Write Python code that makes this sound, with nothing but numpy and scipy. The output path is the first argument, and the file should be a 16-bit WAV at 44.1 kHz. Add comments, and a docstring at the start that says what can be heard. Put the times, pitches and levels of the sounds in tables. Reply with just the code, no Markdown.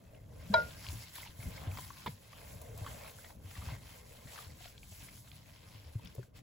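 """A gloved hand kneads raw minced meat in a wide metal pan on a kitchen counter, for about six seconds.
From the start filtered noise gives the air, a hollow rush that comes and goes, and the counter's rumble, while
each squeeze swells torn grains, bubbles and glove rustle; pockets of air smack as noise bursts and damped rings.
Half a second in, low damped swings thud through the counter and one knock rings the pan's modes; films of fat
then crack and glove rubber snaps. Near the end the other glove grips a bowl further left, in like bursts."""
import sys
import numpy as np
from scipy import signal
from scipy.fft import rfft, irfft, next_fast_len
from scipy.io import wavfile

SR = 44100
rng = np.random.default_rng(int(sys.argv[2]) if len(sys.argv) > 2 else 0)


def invert_db(x):
    """Field ratio 10**(x/20) for x, a level in decibels (scalar or array-like)."""
    u = np.asarray(x, float) / 20
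    return 10 ** u


def to_wav(sig):
    """Store sig (one row per channel, or 1-D mono) as 16-bit WAV at the path in sys.argv[1].

    Samples outside -1..1 are clipped; the rate is SR.
    """
    pcm = np.clip(np.atleast_2d(sig), -1, 1) * 32767
    pcm = np.round(pcm).astype(np.int16)
    wavfile.write(sys.argv[1], SR, pcm.T)  # frames by channels


N = 283122

# Spectrum of the still air. Each row: frequency in Hz, relative density in dB per Hz.
AIR_SPECTRUM = [(15, -2), (25, 6), (109, 7), (181, -0.5), (315, -4), (364, -36), (619, -31.5),
                (1250, -14.5), (2120, -38), (8000, -51), (10400, -45), (17600, -120)]
# Spectrum of the hollow rush. Each row: frequency in Hz, relative density in dB per Hz.
RUSH_SPECTRUM = [(210, -68), (350, -35), (408, 1), (454, -5), (616, -6.5), (762, -21), (900, -13),
                 (1170, -68), (1980, -120)]
# Course of the hollow rush in the room. 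Each row: time in seconds, level in dB.
RUSH_COURSE = [(0, -67), (.5, -61.5), (1.1, -68.5), (1.32, -70.5), (1.432, -61.5), (1.7, -57), (1.87, -88),
               (2.05, -66), (2.22, -68.5), (2.5, -57.5), (2.85, -57.5), (3.2, -63.5), (3.47, -67),
               (3.7, -66), (4.3, -63.5), (4.76, -72), (5.6, -69.5), (6.42, -67.5)]
# Spectrum of the pushed counter. Each row: frequency in Hz, relative density in dB per Hz.
PUSH_SPECTRUM = [(15, -14), (25, -45), (45, -5.5), (102, -3), (153, -9), (184, -12.5), (320, -22),
                 (420, -73), (700, -120)]
# The hand leans on the pan. Each row: loudest moment in seconds, level in dB,
# swell and fade in seconds per 10 dB (spans below the floors in swells() take the floors).
LEANS = [(0.56, -46, 0.3), (0.93, -39, -0.01), (1.478, -39, 0.04), (1.68, -43.5, 0.19), (2.072, -48, -0.15),
         (2.55, -48.5, 0.05), (2.82, -48.5, 0.27), (3.45, -54.5, 0.12), (3.7, -48.5, 0.17),
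         (4.259, -48, -0.04), (4.499, -52, 0.04), (5.03, -52.5, 0.07), (6.06, -49, 0.06)]
# Spectrum of the squelching meat. Each row: frequency in Hz, relative density in dB per Hz.
SQUELCH_SPECTRUM = [(440, -27.5), (750, 10.5), (795, -9.5), (1010, -1.5), (1290, -7), (2220, -3),
                    (2580, -4.5), (3340, -5), (5500, -7.5), (7150, -51.5), (12100, -120)]
# Spectrum of the glove. Each row: frequency in Hz, relative density in dB per Hz.
RUSTLE_SPECTRUM = [(3500, -2.5), (5000, -2.5), (7000, 1.5), (10000, 2), (13000, 0), (15800, -0.5)]
# Squeezes of the hand through the meat. Each row: loudest moment in seconds, squelch level in dB,
# swell and fade in seconds to 10 dB down, glove envelope over squelch envelope in dB.
SQUEEZES = [(0.16, -68, 0.38, 0.14, -8.5), (0.45, -67, 0.12, 0.18, -13.5), (0.68, -56.5, 0.32, 0.22, -6.5),
            (0.908, -55, 0.12, 0.22, -3.5), (1.174, -54, 0.059, 0.16, -5.5), (1.43, -59, 0.085, 0.29, -3.5),
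            (1.56, -56.5, 0.086, 0.53, -12), (1.81, -55.5, 0.12, 0.079, -3.5),
            (2.03, -61.5, 0.21, 0.16, -1.5), (2.39, -62, 0.2, 0.14, -4.5), (2.522, -61.5, 0.2, 0.076, -2),
            (2.83, -56.5, 0.061, 0.31, -3.5), (3.07, -57, 0.66, 0.061, -8), (3.28, -62, 0.23, 0.071, -2),
            (3.565, -56.5, 0.14, 0.11, -6.5), (3.68, -51.5, 0.08, 0.075, -12),
            (3.745, -58.5, 0.084, 0.054, -8.5), (3.91, -59.5, 0.12, 0.18, -4),
            (4.13, -63.5, 0.11, 0.89, -3), (4.37, -57.5, 0.1, 0.11, -0.5),
            (4.64, -58.5, 0.073, 0.088, -5.5), (4.848, -70, 0.04, 0.35, 4), (5.04, -60, 0.096, 0.088, 0),
            (5.16, -67.5, 0.043, 0.062, 4.5), (5.3, -64, 0.068, 0.13, -3), (5.58, -65, 0.21, 0.07, -5),
            (5.71, -61, 0.17, 0.095, -9), (5.87, -67, 0.18, 0.19, -9), (6.04, -64.5, 0.27, 0.12, -11),
            (6.19, -70, 0.16, 0.096, -2), (6.37, -64, 0.025, 0.04, -5.5)]
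# Fingers deep in the meat muffle the squelch, near the top they leave it bright.
# Each row: time in seconds, spectral tilt in dB per octave.
DEPTH = [(0, -3.5), (.8, 0.5), (1.2, 1), (1.45, -3), (1.56, 1), (1.66, -7), (1.8, -1), (2.1, 1),
         (2.6, -3.5), (3.0, -5), (3.25, -0.5), (3.55, -2), (3.72, -2), (4.1, -0.5), (4.4, -1), (4.65, 1.7),
         (5.2, 0.5), (6.42, 0)]
# Air between fingers, meat and pan wall. Each row: resonance in Hz, mean level in dB.
HOLLOWS = [(1050, -1.5), (1600, -0.5), (2120, 1.5), (2600, -1.5), (3150, -1.5)]
# Coherence of the two sides. Each row: frequency in Hz, left-right likeness.
LIKENESS = [(60, 0.92), (150, 0.93), (300, 0.34), (640, 0.5), (1400, 0.037), (3100, 0.41), (5500, 0.1),
            (6500, 0.97)]
# Air pockets smacking open. Each row: start in seconds, relative level in dB, pitch in Hz, spray over ring in dB.
SMACKS = [(0.146, -48, 2570, -31), (0.842, -41.5, 1570, -1), (0.858, -42, 1060, -6), (0.895, -42, 1010, 1),
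          (1.123, -57, 2150, -21), (1.157, -38, 1790, 0.5), (1.182, -36, 920, -3), (1.230, -35, 2110, -19),
          (1.250, -39, 2200, -16), (1.271, -39.5, 2840, -4), (1.261, -38.5, 950, -1),
          (1.401, -44, 2180, -16), (1.426, -40.5, 2190, -18), (1.576, -37.5, 2110, -24),
          (1.712, -38, 2480, -6), (1.772, -30, 1025, -3.5), (1.785, -30, 970, -6), (2.063, -25, 940, -3),
          (2.065, -35.5, 3400, 1), (2.068, -27, 894, -7), (2.073, -28, 2140, -4), (2.077, -32.5, 474, 0),
          (2.431, -40.5, 615, -24), (2.712, -50, 2110, -24), (2.845, -39, 1130, -10),
          (2.863, -27, 1066, -9.5), (2.872, -36, 1600, -10), (3.036, -42, 2340, -6),
          (3.184, -44, 1560, -13), (3.244, -39, 1950, -1), (3.257, -43.5, 1900, -10), (3.3, -44, 910, -9),
          (3.553, -38, 1970, -3), (3.563, -44, 1140, -1), (3.617, -41, 1180, -11), (3.687, -36, 1066, -14),
          (4.358, -43, 1100, 6), (4.376, -37.5, 1600, -1), (4.406, -46, 1200, -4), (4.605, -45, 706, 0),
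          (4.654, -39, 710, -1), (4.920, -48, 643, -3), (5.003, -49, 930, -8), (5.084, -39.5, 2150, -18)]
# Air in the pan colours each spray. Each row: resonance in Hz, width in Hz, mean level in dB.
PAN_AIR = [(1600, 180, 0), (2150, 410, 11.5), (3300, 550, 10.5), (4720, 670, 3.5)]
# Thuds of the pan on the counter. Each row: start in seconds, relative level in dB, pitch in Hz,
# 60 dB decay in seconds (at least 0.02).
THUDS = [(0.5, -30, 201, 0.15), (0.883, -37.5, 87, 0.19), (0.93, -36.5, 112.4, 0.25),
         (1.293, -43.5, 76.6, 0.018), (1.388, -37.5, 111, 0.096), (1.462, -37, 81, 0.072),
         (1.669, -34, 92.7, 0.23), (2.075, -38.5, 210, 0.027), (2.088, -37.5, 143, 0.059),
         (2.122, -45.5, 98.3, 0.15), (2.689, -43, 112, 0.097), (2.812, -36, 100, 0.17),
         (3.364, -49, 61.4, 0.12), (3.441, -43.5, 93.4, 0.36), (3.579, -39, 74.5, 0.13),
         (3.67, -32.5, 77, 0.051), (3.718, -36.5, 118, 0.12), (3.99, -50.5, 81, 0.13),
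         (4.465, -41.5, 90.5, 0.085), (4.914, -49.5, 88.4, 0.2), (5.151, -46, 96, 0.045),
         (5.658, -51, 95, 0.33), (5.743, -50, 102, 0.47), (5.852, -46, 77.4, 0.32),
         (5.953, -28.5, 110, 0.081), (6.179, -34.5, 121, 0.12)]
# Hard contact on the pan wall. Each row: start in seconds, reference level in dB.
KNOCK = [(0.539, -15)]
# Modes of the pan. Each row: frequency in Hz, level over the knock in dB, undamped 60 dB decay in seconds.
PAN_MODES = [(441, -22, 0.06), (615, -25.5, 0.68), (650, -8, 0.094), (720, -22, 0.032), (800, -18.5, 0.034),
             (921, -22, 0.42), (950, 4.5, 0.015), (1025, -28, 0.15), (1421, -11, 0.68), (1804, -9.5, 0.011),
             (1930, -35, 0.31), (2316, -20.5, 0.053), (3300, -25, 0.049), (3870, -25.5, 0.11),
             (3974, -3, 0.012), (4850, -10, 0.01)]
# Sticky meat cracking off the glove.
# Each row: start in seconds, relative level in dB, pitch in Hz, spray over ring in dB.
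CRACKS = [(0.866, -35, 2920, 2), (0.887, -28, 4350, -6), (1.202, -40, 3300, -2), (1.307, -46, 1780, 5),
          (1.792, -35, 1000, -8), (1.904, -31.5, 1120, -19), (2.0615, -23, 940, -16), (2.331, -40, 1170, 1),
          (2.972, -45, 1660, -11), (3.046, -40, 1060, -13), (3.062, -40, 2300, -10),
          (3.088, -47, 1100, -11), (3.305, -39.5, 2040, -22), (3.665, -44, 3120, -3),
          (4.388, -34.5, 1190, -2.5), (4.446, -40, 4300, -14), (4.653, -37.5, 2800, -21),
          (4.678, -41, 3470, -5), (4.779, -39, 4250, -6), (4.831, -38, 2720, -6), (5.158, -45, 5900, -13),
          (5.316, -40, 3660, -1)]
# Glove rubber snapping free. Each row: start in seconds, peak in dB.
SNAPS = [(1.1546, -33), (1.4669, -44), (2.0615, -38), (2.616, -37), (2.7765, -36), (6.048, -44),
         (6.15, -43.5)]
# The other glove grips a bowl. Each row: start in seconds, relative level in dB, pitch in Hz, spray over ring in dB.
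GRIPS = [(5.458, -53, 2360, -10), (5.877, -51, 520, -3), (5.994, -48, 880, -11), (6.056, -42, 3100, -22),
         (6.072, -38.5, 5150, -3.5), (6.161, -46, 596, -3.5), (6.15, -43.5, 444, -27),
         (6.18, -38, 544, -31), (6.19, -35, 383, -30), (6.228, -50, 1520, -3)]
# Stereo phase, in steps over frequency. Each row: frequency in Hz, lead of the left in half turns.
STEREO_PHASE = [(0, 0), (260, 0), (520, -.57), (860, -.22), (2070, 0), (7500, 0), (8500, -1), (9500, -1),
                (10450, -2), (11650, -2), (12700, -3), (13650, -3), (14600, -4)]

FLICKER_HZ = 14   # how fast each band of a texture and each hollow flickers
MEAT_LEFT_DB = 1   # left over right


def rms_one(x):
    """Normalisation: scale a signal to unit rms."""
    return x / np.sqrt(np.mean(x ** 2) + 1e-20)


def at_hz(points, hz):
    """Logarithmic frequency scale: read a table between its points."""
    table_hz, value = np.array(points).T
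    return np.interp(np.log(hz), np.log(table_hz), value)


def left_right(db):
    """Intensity panning: gains of the two sides for a left-over-right difference in dB."""
    return invert_db([[db / 2], [-db / 2]])


def drift(rate_hz):
    """Low-pass noise: slow chance of unit spread, computed on every 40th sample."""
    pole = np.exp(-2 * np.pi * rate_hz * 40 / SR)
    noise = rng.standard_normal(N // 40 + 2002)
    slow = signal.lfilter([1], [1, -2 * pole, pole * pole], noise)[2000:]   # the filter has settled
    return np.interp(np.arange(N) / 40, np.arange(len(slow)), rms_one(slow))


def swells(rows, order):
    """Energy summation: envelopes rise and fade 10 dB per span, pointed (order 1) or rounded (2); powers add."""
    t, power = np.arange(0, N + 64, 64) / SR, 1e-14
    for s, db, swell_s, fade_s in rows:
        before = (s - t) / max(swell_s, .008)
        after = (t - s) / max(fade_s, .035)
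        away = np.where(t < s, before, after)
        power = power + invert_db(db - 10 * away ** order) ** 2
    return np.interp(np.arange(N) / SR, t, np.sqrt(power))


def ring(force, hz, t60):
    """Damped resonance: a unit click sets off a sine of height 1 that falls 60 dB in t60 seconds."""
    r, w = invert_db(-60 / (t60 * SR)), 2 * np.pi * hz / SR
    return signal.lfilter([0, np.sin(w)], [1, -2 * r * np.cos(w), r * r], force + 1e-18)


def banded(source, spectrum, patchy_db, tilt_db=0):
    """Third-octave synthesis: each band has its level, flicker, tilt about 1.5 kHz and coherence; rms 1."""
    out, together = 0, drift(4.7)
    lowest, highest = spectrum[0][0], spectrum[-1][0]
    edges = lowest * 2 ** np.arange(0, np.log2(highest / lowest), 1 / 3)
    for k, (low, high) in enumerate(zip(edges, [*edges[1:], highest])):
        band = signal.butter(2, [low, high + 1], "band", fs=SR, output="sos")
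        mid, side = signal.sosfilt(band, source[k % 2])   # neighbours draw on unrelated pairs
        hz = np.sqrt(low * high)
        alike = np.clip(at_hz(LIKENESS, hz), -1, 1)
        flicker_db = patchy_db * (.65 * together + drift(FLICKER_HZ))
        gain = invert_db(at_hz(spectrum, hz) + flicker_db + tilt_db * np.log2(hz / 1500))
        out = out + gain * (np.sqrt(1 + alike) * mid + np.sqrt(1 - alike) * side * [[1], [-1]])
    return rms_one(out)


def shake(level_db, fade_s):
    """Forced vibration: the knocked pan shakes on, its envelope set in dB over the knock."""
    lag_s = 0.0019
    return swells([(s + lag_s, db + level_db, .008, fade_s) for s, db in KNOCK], order=1)


def room_air(hiss):
    """Stationary noise: the still air is shaped noise at a constant mean level."""
    return invert_db(-63) * banded(hiss[::-1], AIR_SPECTRUM, patchy_db=3.0)


def hollow_rush(hiss):
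    """Amplitude modulation: shaped noise comes and goes; the knocked pan adds a hollow rattle."""
    course = invert_db(np.interp(np.arange(N) / SR, *np.transpose(RUSH_COURSE)))
    rattle = shake(-15.5, fade_s=0.046)
    return (course + rattle) * banded(hiss, RUSH_SPECTRUM, patchy_db=2.0)


def counter_rumble(hiss):
    """Structure-borne noise: the counter rumbles louder while the hand leans on the pan."""
    push = swells([(s, db, span_s, span_s) for s, db, span_s in LEANS], order=1)
    resting = invert_db(-56)
    return np.hypot(push, resting) * banded(hiss, PUSH_SPECTRUM, patchy_db=1.27)


def grains(per_s, uneven_db):
    """Impulse process: tiny ruptures fall in random clumps, with a tail of sizes; two unrelated pairs."""
    tail_db = uneven_db * np.minimum(rng.exponential(1, (2, 2, N)), 5)
    sizes = invert_db(tail_db) * rng.standard_normal((2, 2, N))
    chance = per_s * invert_db(2.2 * drift(15)) / SR
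    return sizes * (rng.random((2, 2, N)) < chance) + 1e-9


def hollows():
    """Cavity resonance: hollows between fingers and meat open and close, each singing at its own pitch."""
    hiss, out = rng.standard_normal(N), 0
    for hz, db in HOLLOWS:
        tone = rms_one(ring(hiss, hz, 60 / hz))   # falls 60 dB in 60 cycles
        out = out + tone * invert_db(db + 4.5 * drift(FLICKER_HZ))
    return rms_one(out)


def bubbles():
    """Bubble resonance: trapped air bursts in random clumps and rings briefly, over three octaves."""
    per_s, uneven_db, clump_db, cycles = 300, 3, 5.5, 25
    sizes = invert_db(uneven_db * np.minimum(rng.exponential(1, N), 5)) * rng.standard_normal(N)
    clicks = sizes * (rng.random(N) < per_s * invert_db(clump_db * drift(12)) / SR)
    pitches, dealt = np.geomspace(700, 5200, 12), rng.integers(0, 12, N)
    return rms_one(sum(ring(clicks * (dealt == k), hz, cycles / hz) for k, hz in enumerate(pitches)))


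def squelching_meat():
    """Rupture noise: squeezes, and the shaken pan, excite tearing grains, singing hollows and bubbles."""
    squeeze = swells([row[:4] for row in SQUEEZES], order=2) + shake(-30, fade_s=0.035)
    tilt_db = np.interp(np.arange(N) / SR, *np.transpose(DEPTH))
    tearing = banded(grains(1500, uneven_db=2.0), SQUELCH_SPECTRUM, patchy_db=2.2, tilt_db=tilt_db)
    return squeeze * (tearing + invert_db(-9) * hollows() + invert_db(-13) * bubbles())


def glove_rustle():
    """Friction noise: each squeeze rubs the glove into a dense rain of grains."""
    rows = [(s, db + glove_db, swell_s, fade_s) for s, db, swell_s, fade_s, glove_db in SQUEEZES]
    return swells(rows, order=2) * invert_db(5) * banded(grains(5600, uneven_db=0.0), RUSTLE_SPECTRUM, patchy_db=1.37)


def smacks(rows, left_db, burst_s, rise_s, cycles):
    """Impulsive excitation: each opening spits ragged noise, coloured anew, and rings at its own pitch."""
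    out, t = np.zeros((2, N + 4096)), np.arange(4096) / SR
    for s, db, hz, spray_db in rows:
        noise, ragged = rng.standard_normal((2, 4096))
        burst = noise * np.abs(ragged) * np.minimum(t / rise_s, 1) * np.exp(-t / burst_s)
        spray = 0
        for k, (air_hz, width_hz, air_db) in enumerate(PAN_AIR):
            colour = width_hz * invert_db(air_db + 4 * rng.standard_normal()) * (-1) ** k
            air_t60 = np.log(1000) / (np.pi * width_hz)
            spray = spray + colour * ring(burst, air_hz, air_t60)
        pop = ring(burst, hz, cycles / hz)   # falls 60 dB in this many cycles
        pop = pop / np.abs(pop).max() + invert_db(spray_db) * spray / np.abs(spray).max()
        i = round(s * SR)
        place_db = left_db + 4.5 * rng.standard_normal()
        out[:, i:i + 4096] += invert_db(db - 7) * pop * left_right(place_db)
    return out[:, :N]


def kitchen(x):
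    """Reverberation: six feedback delays a side return the sound, duller on every round."""
    t60_s, wall_cut_hz = .2, 5000
    out, dull = np.zeros((2, N)), np.exp(-2 * np.pi * wall_cut_hz / SR)
    for k, lag in enumerate((rng.uniform(.008, .03, 12) * SR).astype(int)):
        loop, gain, state = x.copy(), invert_db(-60 * lag / SR / t60_s), [0.]
        for i in range(lag, N, lag):
            back, state = signal.lfilter([gain * (1 - dull)], [1, -dull], loop[i - lag:i], zi=state)
            loop[i:i + lag] += back[:N - i]
        out[k % 2] += (loop - x) * (-1) ** (k // 2)
    return out


def thuds():
    """Damped oscillation: a soft push swings the counter; the pan base adds a shorter bump at 290 Hz."""
    base_hz, base_db, base_share = 290, -15, 0.089   # the share is of the swing's decay time
    out, t = np.zeros(N + SR), np.arange(SR // 2) / SR
    for s, db, hz, t60 in THUDS:
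        fade_db = -60 * t / max(t60, .02)
        swing = np.sin(2 * np.pi * hz * t) * (1 - np.exp(-t * hz * 2.3)) ** 2 * invert_db(fade_db)
        bump = np.sin(2 * np.pi * base_hz * t) * (1 - np.exp(-t * base_hz)) * invert_db(fade_db / base_share)
        i = round(s * SR)
        swing, bump = swing / np.abs(swing).max(), bump / np.abs(bump).max()
        out[i:i + len(t)] += invert_db(db) * (swing + invert_db(base_db) * bump)
    return out[:N]


def knock():
    """Modal excitation: a chattering contact cracks and rings every pan mode, at another phase on each side."""
    contact_s, crack_s, crack_db = 0.0019, 0.0027, -4
    spread_rad, spread_hz = 2.3, 1100   # the phase difference shrinks above spread_hz
    damped_s, damping_db_per_s = 0.054, 269   # the meat settles against the wall and stills the ring
    out, t = np.zeros((2, N)), np.arange(1500) / SR
    band = signal.butter(4, [500, 5400], "band", fs=SR, output="sos")
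    for s, db in KNOCK:
        i = round(s * SR)
        crack = rng.standard_normal((2, len(t))) * np.minimum(t / contact_s, 1) * np.exp(-t / crack_s)
        out[:, i:i + len(t)] += invert_db(db + crack_db) * signal.sosfilt(band, crack)
        damping_db = damping_db_per_s * np.clip(np.arange(N) / SR - s - damped_s, 0, 1)
        for hz, level_db, t60 in PAN_MODES:
            force = np.zeros((2, N))
            apart = spread_rad * min(1, spread_hz / hz) * np.array([[.5], [-.5]])
            phase = rng.uniform(0, 2 * np.pi) + apart
            chatter = np.cos(2 * np.pi * hz * t + phase) * t * np.exp(-t / contact_s)
            force[:, i:i + len(t)] = 2 * chatter / np.abs(chatter).sum(axis=1, keepdims=True)
            out += invert_db(db + level_db - damping_db) * ring(force, hz, t60)
    return out


def snaps():
    """Sudden release: freed rubber gives a bright tick of differenced noise, a few milliseconds long."""
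    out, t = np.zeros(N + 512), np.arange(512) / SR
    for s, db in SNAPS:
        tick = np.diff(rng.standard_normal(512), prepend=0) * np.exp(-t / 0.0057)
        out[round(s * SR):][:512] += invert_db(db) * tick / np.abs(tick).max()
    return out[:N]


def scene():
    """Superposition: hand, meat, pan and counter add up in a small kitchen."""
    hiss = rng.standard_normal((2, 2, N))
    background = room_air(hiss) + hollow_rush(hiss)
    counter = (thuds() + counter_rumble(hiss)) * left_right(1.2)
    meat = squelching_meat() * left_right(MEAT_LEFT_DB)
    # escaping air bursts for milliseconds; a film of fat tears almost at once
    hits = smacks(SMACKS, MEAT_LEFT_DB, burst_s=.004, rise_s=.0016, cycles=24)
    hits += smacks(CRACKS, MEAT_LEFT_DB, burst_s=.0012, rise_s=.0002, cycles=19)
    hits += snaps()
    hits += smacks(GRIPS, 5.5, burst_s=.004, rise_s=.0016, cycles=17)
    pan = knock() * left_right(MEAT_LEFT_DB)
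    # the walls return the blow, hardly the ring after it: it falls 700 dB per second
    blow = pan * invert_db(-700 * np.clip(np.arange(N) / SR - KNOCK[0][0], 0, 1))
    echo = invert_db(-20) * kitchen((hits + blow).mean(axis=0))
    return background + counter + meat + glove_rustle() + hits + pan + echo


def top_cut(x):
    """Nothing passes above the cut-off."""
    return signal.sosfilt(signal.butter(12, 16260, fs=SR, output="sos"), x)


def record(dry):
    """Stereo phase: the sides are shifted by steps, so their sum cancels in stripes; 15.9 kHz is the top."""
    size = next_fast_len(N + 4096)
    hz = np.arange(size // 2 + 1) * SR / size
    lead_rad = np.pi * np.interp(hz, *np.transpose(STEREO_PHASE))
    shift = np.exp(1j * np.outer([.5, -.5], lead_rad))
    heard = irfft(rfft(dry, size) * shift * (hz < 15900), size)[:, :N]
    return top_cut(heard)


dry = scene()
out = record(dry)
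to_wav(out)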